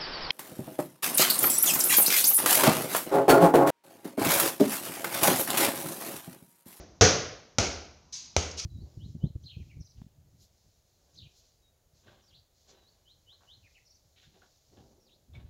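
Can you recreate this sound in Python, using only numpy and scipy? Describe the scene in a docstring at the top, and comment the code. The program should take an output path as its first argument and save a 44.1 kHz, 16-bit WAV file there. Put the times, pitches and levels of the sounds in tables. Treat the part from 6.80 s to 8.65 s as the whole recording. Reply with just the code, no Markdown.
"""Ball off a crossbar in a garage.

As the echo of a kick dies in a bare garage, the ball cracks against the plastic crossbar of a
small goal and the frame rings. It bounces twice close by, each time a sharp slap of the shell and
a low thump. Shoes scuff the concrete after each bounce; something small is tapped near the end."""
import sys
import numpy as np
from scipy import signal
from scipy.io import wavfile

SR = 44100
rng = np.random.default_rng(int(sys.argv[2]) if len(sys.argv) > 2 else 0)


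def int16_out(signal):
    """Quantize to a 16-bit WAV file."""
    q = np.round(np.clip(np.atleast_2d(signal).T, -1, 1) * 32767)
    wavfile.write(sys.argv[1], SR, q.astype(np.int16))


N = 81585
T = np.arange(N) / SR


def amp(db):
    """Decibels to gain."""
    return 10 ** (np.asarray(db) / 20)


def interp_log(points, hz):
    """Table value at hz, on a log-frequency axis."""
    table_hz, value = np.transpose(points)
    return np.interp(np.log(hz + 1), np.log(table_hz), value)


def decay(t60_s, t=T):
    """Envelope falling 60 dB in t60_s."""
    return np.exp(-np.log(1000) * t / t60_s)


def unit_energy(x):
    """Scale to an energy of one."""
    return x / np.sqrt(np.sum(x ** 2) + 1e-20)


def delayed(x, delay_s):
    """Delay, cut to N samples."""
    return np.concatenate([np.zeros(max(round(delay_s * SR), 0)), x])[:N]


def colour(x, spectrum, size=8192):
    """Minimum-phase filter with the given spectrum."""
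    hz = abs(np.fft.fftfreq(size, 1 / SR))
    log_gain = np.log(amp(interp_log(spectrum, hz)))
    response = np.exp(np.conj(signal.hilbert(log_gain)))
    taps = np.fft.ifft(response).real[:size // 2]
    return signal.fftconvolve(x, taps)[:N]


def burst(t60_s):
    """Dense, short-lived resonances as decaying noise."""
    return unit_energy(rng.standard_normal(N) * decay(t60_s))


def ring(modes, rise_s):
    """Decaying modes with a gradual onset."""
    tones = sum(amp(db) * decay(t60_s) * np.sin(2 * np.pi * hz * T) for hz, db, t60_s in modes)
    return (1 - np.exp(-T / rise_s)) * tones


# (frequency [Hz], gain [dB])
ROOM_TONE_SPECTRUM = [(25, -22), (60, 0.5), (110, -3.5), (220, -6), (500, -19.5), (1000, -15),
                      (2000, -31.5), (6000, -25), (9000, -28), (14000, 3.5)]


def room_tone(level_db=-39.5):
    """Faint, steady noise."""
    return amp(level_db) * colour(rng.standard_normal(N), ROOM_TONE_SPECTRUM)


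# (frequency [Hz], T60 [s])
GARAGE_DECAY = [(50, .72), (130, 0.56), (400, 0.67), (900, 0.63), (2400, 0.64), (5000, 0.61), (6500, 0.51),
                (9000, 0.37), (14000, 0.37)]


def garage_echo(rise_s=.004, size=512):
    """Impulse response: dense reflections, each band dying at its own rate."""
    hz, t, bands = signal.stft(rng.standard_normal(N), SR, nperseg=size)
    t60_s = interp_log(GARAGE_DECAY, hz)[:, None]
    tail = signal.istft(bands * decay(t60_s, t), SR, nperseg=size)[1][:N]
    return unit_energy(tail * (1 - np.exp(-T / rise_s)))


# (frequency [Hz], level [dB], T60 [s])
GARAGE_MODES = [(71, -1, 0.99), (81, 4, 0.87)]


def garage_boom():
    """Low room modes swell and linger."""
    return ring(GARAGE_MODES, rise_s=.052)


# (frequency [Hz], gain [dB])
KICK_SPECTRUM = [(30, -1.5), (70, 16), (110, 2), (160, 13), (220, -2), (310, 9), (400, 0), (700, 0.5),
                 (900, -13.5), (1700, -13), (3000, -19.5), (6000, -16.5), (14000, -29.5)]


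def kick_echo(ago_s=.04):
    """Tail of a kick made just before the start."""
    echo = colour(garage_echo(), KICK_SPECTRUM)
    return echo[np.minimum(np.arange(N) + round(ago_s * SR), N - 1)]


# (frequency [Hz], gain [dB])
TAP_SPECTRUM = [(1000, -34), (4500, -20), (5500, -6), (6300, -11), (9000, -13), (14000, -17)]


def tap(start_s=1.712):
    """Something small and light is knocked."""
    return delayed(colour(burst(t60_s=.06), TAP_SPECTRUM), start_s)


# (frequency [Hz], gain [dB])
SCUFF_SPECTRUM = [(100, -28), (600, -20), (1000, -1.5), (1700, -11.5), (2100, -7.5), (2600, -6), (3500, -5),
                  (5700, -1), (7000, -1), (10000, 3), (14000, 8)]
# (time [s], length [s], direct level [dB], echo level [dB], high-pass [Hz])
SCUFFS = [(1.323, 0.015, -8.5, 0.5, 4000), (1.331, .014, -27, -9.5, 1560), (1.349, 0.009, -19, -7, 2400),
          (1.768, 0.042, 1.5, -9, 2920), (1.794, 0.014, -1.5, 0, 1700)]


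def scuff(start_s, length_s, direct_db, echo_db, highpass_hz, grain_db=4):
    """A sole slips on concrete: a short swell of thin, gritty noise and its echo."""
    grit = rng.standard_normal(N) * amp(grain_db * np.minimum(rng.exponential(1, N), 4))
    slip = unit_energy(grit * np.sin(np.pi * np.minimum(T / length_s, 1)))
    echo = unit_energy(signal.fftconvolve(slip, garage_echo())[:N])
    highpass = signal.butter(2, highpass_hz, "high", fs=SR)
    thin = signal.lfilter(*highpass, amp(direct_db) * slip + amp(echo_db) * echo)
    return delayed(colour(thin, SCUFF_SPECTRUM), start_s)


def thump(hz, level_db, peak_s=.0096):
    """A few low cycles as the ball squashes and springs back."""
    age = T / peak_s
    return amp(level_db) * age * np.exp(1 - age) * np.sin(2 * np.pi * hz * T)


# First bounce (frequency [Hz], gain [dB])
HARD_SLAP = [(30, 11), (80, 26), (130, 11.5), (200, 16.5), (290, 18), (400, 15.5), (700, 17), (1050, 5.5),
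             (1400, 11.5), (1800, 3.5), (2200, 10), (3400, 4.5), (5500, 7), (8000, 10.5), (14000, 15.5)]
# Second bounce (frequency [Hz], gain [dB])
LIGHT_SLAP = [(30, 19), (80, 11.5), (150, 19), (300, 14), (480, 19.5), (620, 16.5), (830, 12.5), (1100, 7),
              (1400, 10.5), (1800, 4), (2200, 10), (3400, 7), (5300, 5.5), (6500, 11), (14000, 16)]
# (time [s], slap spectrum, click [dB], shell ring [dB], rebound delay [s], rebound [dB], echo [dB],
#  knock [Hz], knock [dB], thump [Hz], thump [dB], boom [dB])
BOUNCES = [(.785, HARD_SLAP, -1.5, -8, .0019, -3.5, 2, 255, -18, 90, -18.5, -40),
           (1.5654, LIGHT_SLAP, -1, -5, .0005, -5, -4, 890, -14, 80, -20, -35)]


def bounce(start_s, spectrum, click_db, shell_db, rebound_s, rebound_db, echo_db,
           knock_hz, knock_db, thump_hz, thump_db, boom_db, knock_cycles=1.9):
    """Ball on wall or floor: slap, snap as the shell springs back, knock, thump and the room's answer."""
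    impact = amp(click_db) * (T == 0) + amp(shell_db) * burst(t60_s=.024)
    rebound = amp(rebound_db) * delayed(burst(t60_s=.012), rebound_s)
    slap = colour(impact + rebound + amp(echo_db) * garage_echo(), spectrum)
    knock = amp(knock_db) * np.exp(-knock_hz * T / knock_cycles) * np.sin(2 * np.pi * knock_hz * T)
    lows = thump(thump_hz, thump_db) + amp(boom_db) * garage_boom()
    return delayed(lows - slap - knock, start_s)


# (frequency [Hz], gain [dB])
CRACK_SPECTRUM = [(30, 14.5), (90, 35.5), (240, 24.5), (350, 25.5), (470, 31.5), (720, 25.5), (900, 18.5),
                  (1350, 22.5), (2200, 19), (3400, 17), (5000, 17.5), (6500, 22), (9000, 16), (14000, 30.5)]
# (frequency [Hz], level [dB], T60 [s])
GOAL_FRAME_MODES = [(97, -20, .3), (189, -19, .25), (282, -21, .25), (425, -23, .42), (443, -12, .29),
                    (491, -17, .24), (515, -30, .62), (670, -17, .14), (721, -27, .47), (745, -18, .22),
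                    (1283, -31, .25), (1367, -33, .35), (1464, -24, .4), (1497, -30, .3), (1620, -33, .3),
                    (4469, -32, .22), (4828, -32, .33), (5660, -35, .42), (6020, -34, .37),
                    (6407, -30, .38)]


def crossbar(start_s=.2108, click_db=-16, rattle_db=-6.5, echo_db=-.5):
    """The ball cracks on the bar; the joints rattle and the frame rings."""
    impact = amp(click_db) * (T == 0) + amp(rattle_db) * burst(t60_s=.06)
    crack = colour(impact + amp(echo_db) * garage_echo(), CRACK_SPECTRUM)
    frame = ring(GOAL_FRAME_MODES, rise_s=.009)
    return delayed(crack + frame + thump(hz=101.3, level_db=-13.5), start_s)


def scene():
    """Mono mix of all sources."""
    air = room_tone()
    ball = kick_echo() + crossbar() + sum(bounce(*row) for row in BOUNCES)
    return (air + ball + tap() + sum(scuff(*row) for row in SCUFFS))[None]


# (frequency [Hz], gain [dB])
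MIC_RESPONSE = [(20, -18.5), (40, -2.5), (3500, 0), (5000, 3), (6000, 5.5), (6600, 3), (7200, -8.5),
                (8000, -18.5), (10000, -28.5), (15000, -53)]


def record(dry, ceiling=2.2, cutoff_hz=15500):
    """Small microphone: presence peak, soft overload, band limit."""
    saturated = ceiling * np.tanh(colour(dry[0], MIC_RESPONSE) / ceiling)
    lowpass = signal.firwin(255, cutoff_hz, window=("kaiser", 8), fs=SR)
    return signal.fftconvolve(saturated, lowpass, "same")[None]


dry = scene()
out = record(dry)
int16_out(out)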